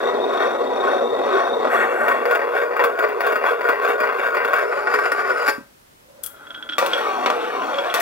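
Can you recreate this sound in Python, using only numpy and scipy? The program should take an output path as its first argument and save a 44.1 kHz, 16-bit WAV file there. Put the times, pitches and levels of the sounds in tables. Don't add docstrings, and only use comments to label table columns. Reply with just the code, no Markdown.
import sys
import numpy as np
from scipy import signal
from scipy.fft import rfft, irfft
from scipy.io import wavfile
from scipy.ndimage import uniform_filter1d, minimum_filter1d

SR = 44100
rng = np.random.default_rng(int(sys.argv[2]) if len(sys.argv) > 2 else 0)


def int16_out(signal):
    q = np.round(np.clip(np.atleast_2d(signal).T, -1, 1) * 32767)
    wavfile.write(sys.argv[1], SR, q.astype(np.int16))


N = 353241
T = np.arange(N) / SR
TAPS = 16384
HZ = np.fft.rfftfreq(TAPS, 1 / SR)
NECK_S, EXIT_S = 1.7, 5.492
SINK_S, SINK_LENGTH_S = 4.41, 0.4
LANDINGS_S = 6.785, 7.942

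# pitch_hz, width_hz, slope_height_db, neck_height_db
FUNNEL_MODES = [(237.6, 13.3, 11.5, 14.5), (280, 27, 11, 5.5), (383.3, 25, 15.5, 11), (422.5, 10, 17, 17.5),
                (479.1, 20.5, 16.5, 16.5), (554.8, 14, 13.5, 19), (612.4, 15.3, 12, 15.5),
                (689, 26, 10, 9.5), (770, 27, 6.5, 9), (862, 21.7, 17.5, 21.5), (981, 21.5, 20.5, 22.5),
                (1030, 43, 11, 9.5), (1097, 20, 22.5, 18.5), (1161, 23.6, 11, 17.5),
                (1261, 10.5, 18.5, 17.5), (1330, 94, 7, 8.5), (1452, 23.4, 14.5, 20.5),
                (1508, 165, 13.5, 12.5), (1569, 9.8, 11, 18), (1857, 44, 13, 14.5), (1932, 41, 18, 6.5),
                (2278, 66, 6.5, 6), (2590, 20, 12, 2), (2732, 26, 10.5, 17.5), (3370, 73, 19, 16.5),
                (3650, 57, 18.5, 14), (4395, 32, 10, 17), (5740, 110, 14, 15), (7460, 21, 16, 3)]
# time_s, pitch_hz
SHELL_PITCH = [(0.03, 547), (0.2, 360), (0.33, 483), (0.44, 405), (0.52, 705), (0.6, 510), (0.73, 440),
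               (0.9, 614), (1.13, 420), (1.28, 600), (1.41, 454), (1.52, 700), (1.65, 550), (6.8, 530),
               (6.97, 550), (7.06, 452), (7.24, 405), (7.34, 460), (7.45, 466), (7.62, 386), (7.7, 500),
               (7.82, 566), (7.9, 695)]
# frequency_hz, lead_db
LEFT_LEAD = [(300, 0.4), (700, 2.1), (1600, 4), (3600, 7.7), (6000, 14.3), (12000, 16)]


def amp(db):
    return 10 ** (np.asarray(db) / 20)


def unit_rms(x):
    return x / np.sqrt(np.mean(x ** 2) + 1e-20)


def curve_at(points, hz):
    f, value = np.transpose(points)
    return np.interp(np.log(hz + 1), np.log(f + 1), value)


def add(mix, s, sound):
    part = mix[:, max(round(s * SR), 0):][:, :sound.shape[1]]
    part += sound[:, :part.shape[1]]


def causal(db):
    log_gain = np.log(amp(np.r_[db, db[-2:0:-1]]))
    return np.exp(signal.hilbert(log_gain).conj())[:len(db)]


def resonate(x, hz, width_hz):
    turn = np.exp(2j * np.pi * np.cumsum(np.broadcast_to(hz, N)) / SR)
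    pole = np.exp(-np.pi * width_hz / SR)
    return 2 * (turn * signal.lfilter([1 - pole], [1, -pole], x / turn + 1e-18)).real


def swirl(x, hz, lift_db, width_hz, overtones=()):
    partials = [(1, 0), *overtones]
    return x + sum(amp(lift_db + db) * resonate(x, ratio * hz, width_hz) for ratio, db in partials)


def spot(colour, modes, ring_db, side):
    # frequency_hz, t60_s
    ring_decay = [(250, 0.39), (700, 0.32), (1800, 0.27), (4600, 0.27), (12000, 0.28)]
    # frequency_hz, correlation
    coherence = [(400, 0.91), (1400, 1), (2500, 0.96), (3600, 0.66), (5500, 0.12)]
    peaks = sum(amp(db + 3 * np.sqrt(2) * rng.uniform(-0.75, 1)) ** 2 / (1 + (2 * (HZ - f) / width) ** 2)
                for f, width, db in modes)
    shape = causal(curve_at(colour, HZ) + 10 * np.log10(1 + peaks))
    f, t, noise = signal.stft(rng.standard_normal((2, TAPS)), SR, nperseg=256)
    dying = amp(10.5 - 60 * t / 0.042) + amp(-60 * t / curve_at(ring_decay, f)[:, None])
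    tails = signal.istft(noise * dying, SR, nperseg=256)[1][:, :TAPS]
    near, other = rfft(tails / np.linalg.norm(tails[0]))
    wet = amp(ring_db + curve_at([(400, -2.5), (1500, -1.0), (5000, 2.5)], HZ))
    same = curve_at(coherence, HZ)
    left = 1 + wet * near
    right = 1 + wet * (same * near + np.sqrt(1 - same ** 2) * other)
    angle = 1.26 * np.clip(HZ / 130 - .7, 0, 1)
    right *= np.exp(1j * angle) * amp(-side * curve_at(LEFT_LEAD, HZ))
    travel = np.exp(-2j * np.pi * HZ * 24 / SR)
    return shape * travel * np.array([left, right])


def body(colour, modes=(), ring_db=-3., side=0.72, count=4):
    return [spot(colour, modes, ring_db, side) for _ in range(count)]


def driven(modes, place):
    return [(hz, width, heights[place]) for hz, width, *heights in modes]


def contact(press_db, weight_db, bite_db, grit_db, weight_follows=1, grit_follows=1):
    return [weight_db + weight_follows * press_db, bite_db + press_db, grit_db + grit_follows * press_db]


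def roll(start, end, levels, spots, per_s, spread_db, rub, sweep=0, echo=0, fade_s=0.047):
    touching = np.clip(np.minimum(T - start, end - T) / fade_s + .5, 0, 1)
    live = np.flatnonzero(touching)
    sizes = amp(spread_db * np.minimum(rng.exponential(1, N), 2))
    force = unit_rms(sizes * (rng.random(N) < per_s / SR)) + rub * rng.standard_normal(N)
    force -= force.mean()
    delay_s = .0025 * (1.5 - sweep)
    force = unit_rms(force - echo * np.interp(T - delay_s, T, force)) * touching
    drives = [force[live] * amp(db[live]) for db in levels]
    low, below_treble = (1 / (1 + (HZ / edge_hz) ** 12) for edge_hz in (950, 4000))
    out = np.zeros((2, N))
    for k, response in enumerate(spots):
        away = abs((12 * T[live] - k) % len(spots) - len(spots) / 2)
        share = np.clip(1 - away, 0, 1) ** .75 if len(spots) > 1 else 1
        for band, drive in zip((low, below_treble - low, 1 - below_treble), drives):
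            ring = np.roll(irfft(response * band), 128, axis=1)[:, :TAPS * 3 // 4]
            ring /= np.linalg.norm(ring.mean(0))
            add(out, T[live[0]], signal.oaconvolve((share * drive)[None], ring, axes=1))
    return out


def blow(response, level_db, hardness=0, dull_hz=SR):
    octaves = np.log2(1 + (HZ / 1800) ** 2) / 2
    tilt_db = hardness * octaves - 10 * np.log10(1 + (HZ / dull_hz) ** 4)
    sound = irfft(response * causal(tilt_db))[:, :TAPS * 3 // 4]
    return sound * amp(level_db) / abs(sound.mean(0)).max()


def strike(rows, spots, gain_db, rebound=0, gap_s=.004):
    out = np.zeros((2, N))
    gaps = gap_s * (.5 + rng.random((len(rows), 2)))
    for n, (start_s, level_db, *tone) in enumerate(rows):
        sound = blow(spots[n % len(spots)], level_db + gain_db, *tone)
        for k, late_s in enumerate(np.r_[0, np.cumsum(gaps[n])]):
            add(out, start_s + late_s, rebound ** k * sound)
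    return out


def room_tone():
    # frequency_hz, relative_db
    colour = [(15, -35), (25, -9), (108, -5.5), (166, -7.5), (695, -11.5), (4870, -21), (16000, -24)]
    # frequency_hz, correlation
    coherence = [(40, 1), (150, 0.46), (800, -0.73), (6000, 0.0084)]
    hz = np.fft.rfftfreq(N, 1 / SR)
    left, other = rfft(rng.standard_normal((2, N)))
    same = curve_at(coherence, hz)
    right = same * left + np.sqrt(1 - same ** 2) * other
    noise = irfft(np.array([left, right]) * amp(curve_at(colour, hz)) / np.sqrt(1.4 + same), N)
    return amp(-56) * noise / noise.mean(0).std()


def carpet():
    # start_s, level_db
    thuds = [(5.581, -37), (5.607, -45)]
    # frequency_hz, relative_db
    colour = [(50, -38), (140, -14), (260, -8), (400, -14), (3000, -46)]
    return strike(thuds, body(colour, [(247, 66, 9.9)], ring_db=-6, side=.3, count=1), gain_db=9)


def ramp():
    # pitch_hz, width_hz, rolled_height_db, ticked_height_db
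    channel_modes = [(310, 18, 5, 23), (596, 86, 14.5, 10), (1420, 190, 8.5, 9.5), (3327, 62, 18, 43.5),
                     (5430, 160, 3, 17)]
    # pitch_hz, width_hz, height_db
    top_modes = [(580, 45, 30), (1045, 44, 21)]
    # frequency_hz, relative_db
    wood_colour = [(90, -51), (280, -4), (700, -14), (1400, 4.5), (2300, -6.5), (3400, -10.5), (5000, -14),
                   (9000, -19), (15000, -55)]
    glass_colour = [(300, -41), (3000, -20), (7000, -9), (12000, 1.5), (16000, -3.5)]
    # start_s, level_db
    wall_ticks = [(6.4689, -37.5), (6.5047, -30), (6.544, -31), (6.548, -28), (6.577, -39), (6.6253, -27.5),
                  (6.6902, -23.5), (6.6956, -22), (6.7223, -26), (6.733, -22.5), (6.9328, -13),
                  (7.7424, -24), (7.7843, -20.5), (7.9, -25.5)]
    glass_clicks = [(6.2339, -19), (6.2371, -7), (6.2619, -10.5), (6.265, -18)]
    bed = body(wood_colour, driven(channel_modes, place=0), ring_db=8.5, side=0.4, count=2)
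    wall = body(wood_colour, driven(channel_modes, place=1), ring_db=0.5, side=-0.17)
    top = body(wood_colour, top_modes, ring_db=8, side=0.44, count=1)
    glass = body(glass_colour, ring_db=0, count=1)
    nudge_s, run_s = 6.0, 6.23
    gentle = contact(61 * (T - run_s), weight_db=-49, bite_db=-66, grit_db=-80)
    downhill = contact(13 * (T - run_s), weight_db=-52.5, bite_db=-52, grit_db=-83)
    rolling = roll(nudge_s, run_s, gentle, top, per_s=1200, spread_db=-5, rub=0.61)
    rolling += roll(run_s, LANDINGS_S[0], downhill, bed, per_s=380, spread_db=2, rub=0.14)
    clicks = strike(glass_clicks, glass, gain_db=2.5)
    clicks += strike(glass_clicks, wall, gain_db=-24)
    ticks = [(s, db, 0.48 * (db + 14)) for s, db in wall_ticks]
    wood = rolling + strike(ticks, wall, gain_db=3.5)
    note_hz = 1524 - 190 * np.exp(np.minimum(T - LANDINGS_S[0], 0) / 0.047)
    return swirl(wood, note_hz, lift_db=6, width_hz=53) + clicks


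def rim():
    # start_s, level_db, hardness_db_per_octave, dull_above_hz
    hits = [(6.7822, 2.5, 5.5, 15000), (6.826, -7, -2, 8000), (6.862, -6.5, 8, 15000),
            (6.978, -20, 10, 14000), (7.2602, -3, 6.5, 3400), (7.301, -6.5, 1, 14000),
            (7.9403, 2.5, 7.5, 13800), (8.0005, 0, 11, 13100)]
    # frequency_hz, relative_db
    colour = [(100, -85), (190, -13), (240, -14.5), (330, -1.5), (450, -2), (750, 4.5), (900, -1),
              (1150, 3.5), (1700, -3.5), (2400, -2), (3100, -9), (6200, -22.5), (10000, -26),
              (15500, -27.5)]
    # pitch_ratio, relative_db
    overtones = [(1.75, -6), (2.65, -3)]
    modes = [(hz, width, 0.49 * np.mean(heights)) for hz, width, *heights in FUNNEL_MODES]
    wide = body(colour, modes, ring_db=2.5, side=0.65, count=6)
    swings_per_s, brightest_s, slowing_db_per_s = 1.2, 0.255, 2
    rolling = np.zeros((2, N))
    for landing_s in LANDINGS_S:
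        age = np.maximum(T - landing_s, 0)
        swell = np.cos(np.pi * swings_per_s * (age - brightest_s)) ** 2
        weight, bite, grit = contact(2 * swell, weight_db=-31.5, bite_db=-31.5, grit_db=-49,
                                     weight_follows=-0.17)
        skid_db = 6.5 * np.exp(-age / 0.14)
        levels = np.array([weight, bite, grit + skid_db]) - slowing_db_per_s * age
        rolling += roll(landing_s, np.inf, levels, wide, per_s=1800, spread_db=7, rub=0.61,
                        sweep=swell, echo=0.039, fade_s=0.013)
    on_brim = np.sin(np.pi * np.clip((T - 7.12) / 0.66, 0, 1))
    brim = resonate(resonate(rolling, hz=268, width_hz=230), hz=268, width_hz=200)
    drone = amp(4.5) * np.sqrt(abs(on_brim)) * brim
    pitch_hz = np.interp(T, *np.transpose(SHELL_PITCH))
    sweeping = swirl(rolling, pitch_hz, lift_db=9, width_hz=60, overtones=overtones)
    return sweeping + drone + strike(hits, wide, gain_db=-0.5, rebound=0.29, gap_s=0.0033)


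def orbit():
    # time_s, pressure_db
    swoops = [(0.02, 0.5), (0.388, 3), (0.89, -0.5), (1.36, 2), (1.75, 2), (2.085, -1), (2.328, -3),
              (2.588, -1), (2.836, -3.5), (3.031, -0.5), (3.282, -1.6), (3.463, 0.7), (3.692, -0.5),
              (3.873, 2.5), (4.042, -1), (4.261, -0.5), (4.378, -2), (4.567, 0.5), (4.771, -2.5),
              (4.934, 2), (5.067, 3), (5.189, 0.5), (5.303, 0), (5.391, 0.5), (5.49, 5)]
    # time_s, drop_db
    easing = [(0, 10), (1.55, 10), (1.95, 5), (2.8, 11), (3.6, 10.5), (4.2, 6), (5.4, 5)]
    swoop_s, swoop_db = np.transpose(swoops)
    laps = np.interp(T, swoop_s, np.arange(len(swoop_s)))
    lap_radius = np.sin(np.pi * laps) ** 2
    eased_db = lap_radius ** 1.01 * np.interp(T, *np.transpose(easing))
    wobble_db = 1.2 * np.interp(24 * T, np.arange(1024), rng.standard_normal(1024))
    return lap_radius, np.interp(T, swoop_s, swoop_db) - eased_db + wobble_db


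def slope():
    # frequency_hz, relative_db
    colour = [(60, -35.5), (190, -27.5), (240, -14.5), (330, -9), (450, -5.5), (750, -2.5), (900, -18.5),
              (1150, -4.5), (1500, -12.5), (1720, -15), (2400, -14.5), (3100, -27.5), (5600, -41.5),
              (6400, -45.5), (7200, -45), (15500, -49.5)]
    cone = body(colour, driven(FUNNEL_MODES, place=0), ring_db=-3.5, count=6)
    lap_radius, press_db = orbit()
    levels = contact(press_db, weight_db=-23.5, bite_db=-26.5, grit_db=-48.5,
                     weight_follows=0.1, grit_follows=0.6)
    rolling = roll(-1, NECK_S, levels, cone, per_s=1100, spread_db=4.5, rub=0.4,
                   sweep=lap_radius, echo=0.12, fade_s=0.054)
    sing_hz = 3670
    singing = resonate(rng.standard_normal((2, N)), sing_hz, width_hz=90)
    singing = unit_rms(resonate(singing, sing_hz, width_hz=90))
    singing = unit_rms(singing * abs(signal.hilbert(singing)) ** .5)
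    stereo_db = -38 - np.array([[0], [1]]) * curve_at(LEFT_LEAD, sing_hz)
    singing *= amp(stereo_db) * np.clip(20 * (NECK_S - T), 0, 1)
    pitch_hz = np.interp(T, *np.transpose(SHELL_PITCH))
    return swirl(rolling, pitch_hz, lift_db=-5, width_hz=29) + singing


def knocks(mouth, deep):
    # start_s, tap_db, hardness_db_per_octave, thump_db
    bounces = [(1.7605, -22, -11, -31), (2.082, -12, 3, -47), (2.114, -13, 0.5, -40),
               (2.2545, -12.5, 1.5, -34), (2.3104, -12.5, 3.5, -46), (2.3511, -11.5, 2.5, -37),
               (2.766, -17.5, 4, -52), (2.7935, -2.5, -2, -50), (2.839, -8.5, 4, -28),
               (2.9896, -14.5, 3, -32), (3.086, -25, 6, -31.5), (3.206, -12, 3, -46),
               (3.266, -13, 3.5, -43), (3.322, -16, 3.5, -31), (3.357, -12, 3, -32), (3.61, -16.5, 0, -45),
               (3.688, -12.5, 3.5, -29), (3.886, -15, 3, -32), (4.003, -12, 3.5, -31), (4.037, -17, 0, -50),
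               (4.09, -15.5, -4, -55), (4.196, -16, -1, -53), (4.348, -14, 2.5, -35),
               (4.369, -11.5, 0, -50), (4.448, -13.5, 2.5, -31), (4.478, -18, 2, -46),
               (4.533, -9.5, 3, -39), (4.725, -12.5, -3, -49), (4.774, -15, -3, -42),
               (4.871, -10.5, -2.5, -55), (4.9396, -11.5, 4.5, -31.5), (4.988, -11.5, 3, -39),
               (5.055, -10, 0, -52), (5.118, -11, 5, -29), (5.297, -17, 3, -50), (5.478, -1.5, 5.5, -22),
               (5.485, -7, 5, -30)]
    # frequency_hz, relative_db
    colour = [(60, -56), (150, -41.5), (235, -0.5), (310, 7), (420, -13), (900, -53), (3000, -78)]
    taps = [row[:3] for row in bounces]
    early = sum(row[0] < SINK_S + SINK_LENGTH_S / 2 for row in bounces)
    shell = body(colour, [(258, 67, 7.5)], ring_db=-3.5, count=2)
    thumps = strike([(s, thump_db) for s, _, _, thump_db in bounces], shell, gain_db=-2.5)
    mouth_taps = strike(taps[:early], mouth, gain_db=4.5, rebound=0.75)
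    return thumps + mouth_taps + strike(taps[early:], deep, gain_db=2.5, rebound=0.71)


def neck():
    # frequency_hz, relative_db
    colour = [(100, -35.5), (190, -34.5), (240, -24), (300, -14.5), (370, -6.5), (450, -6.5), (750, -1),
              (900, -15.5), (1150, -1.5), (1500, -3.5), (2400, -5.5), (3100, -24), (5700, -41),
              (6350, -46.5), (7300, -44), (15500, -34.5)]
    # pitch_hz, width_hz, height_db
    shoulder_modes = [(237, 24, 23.5), (3380, 81, 16.5), (6750, 180, 19), (7730, 150, 21.5),
                      (9580, 170, 16), (11650, 160, 17)]
    # pitch_hz, width_hz, mouth_height_db, deep_height_db
    spout_modes = [(4790, 113, 22, 24), (5420, 560, 9, 19), (6790, 72, 24.5, 28), (7360, 120, 16, 23),
                   (8110, 88, 19, 14), (9400, 134, 14.5, 22), (10270, 85, 16, 17), (11520, 115, 16.5, 18),
                   (12600, 210, 16.5, 3), (13300, 96, 16, 13), (15500, 370, 13, 5)]
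    shell = driven(FUNNEL_MODES, place=1)
    shoulder = body(colour, shell + shoulder_modes, ring_db=-6)
    mouth = body(colour, shell + driven(spout_modes, place=0), ring_db=-1.5)
    deep = body(colour, shell + driven(spout_modes, place=1), ring_db=-0.5)
    lap_radius, press_db = orbit()
    weight, bite, grit = contact(press_db, weight_db=-24, bite_db=-22, grit_db=-46.5,
                                 weight_follows=0.43, grit_follows=1.04)
    weight -= 1.36 * (T - NECK_S)
    exit_db = 16.5 * np.exp(-abs(T - EXIT_S) / 0.035)
    grit += exit_db - 0.03 * (T - NECK_S)
    mouth_s, slide_s = 1.95, 0.53
    on_shoulder = roll(NECK_S, mouth_s + slide_s, (weight, bite, grit), shoulder,
                       per_s=1200, spread_db=2.5, rub=0.35, sweep=lap_radius, echo=0.24)
    on_mouth = roll(mouth_s, EXIT_S, (weight, bite, grit), mouth,
                    per_s=500, spread_db=0.5, rub=0.13, sweep=lap_radius, echo=0.24)
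    inside = roll(SINK_S, EXIT_S, (weight, bite - 2, grit), deep,
                  per_s=600, spread_db=3.5, rub=0.57, sweep=lap_radius, echo=0.065)
    slid = np.pi / 2 * np.clip((T - mouth_s) / slide_s, 0, 1)
    sunk = np.pi / 2 * np.clip((T - SINK_S) / SINK_LENGTH_S, 0, 1)
    rolling = np.cos(slid) * on_shoulder + np.sin(slid) * np.cos(sunk) * on_mouth + np.sin(sunk) * inside
    pitch_hz = np.interp(lap_radius, [0, 1], [515, 433])
    return swirl(rolling, pitch_hz, lift_db=-3, width_hz=87) + knocks(mouth, deep)


def scene():
    return slope() + neck() + carpet() + ramp() + rim() + room_tone()


def record(dry):
    gain = .77 / np.maximum(abs(dry).max(0), .77)
    limited = dry * uniform_filter1d(minimum_filter1d(gain, size=301), size=301)
    lowpass = signal.firwin(511, 15850, window=("kaiser", 9), fs=SR)
    return signal.oaconvolve(limited, lowpass[None], "same")


dry = scene()
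out = record(dry)
int16_out(out)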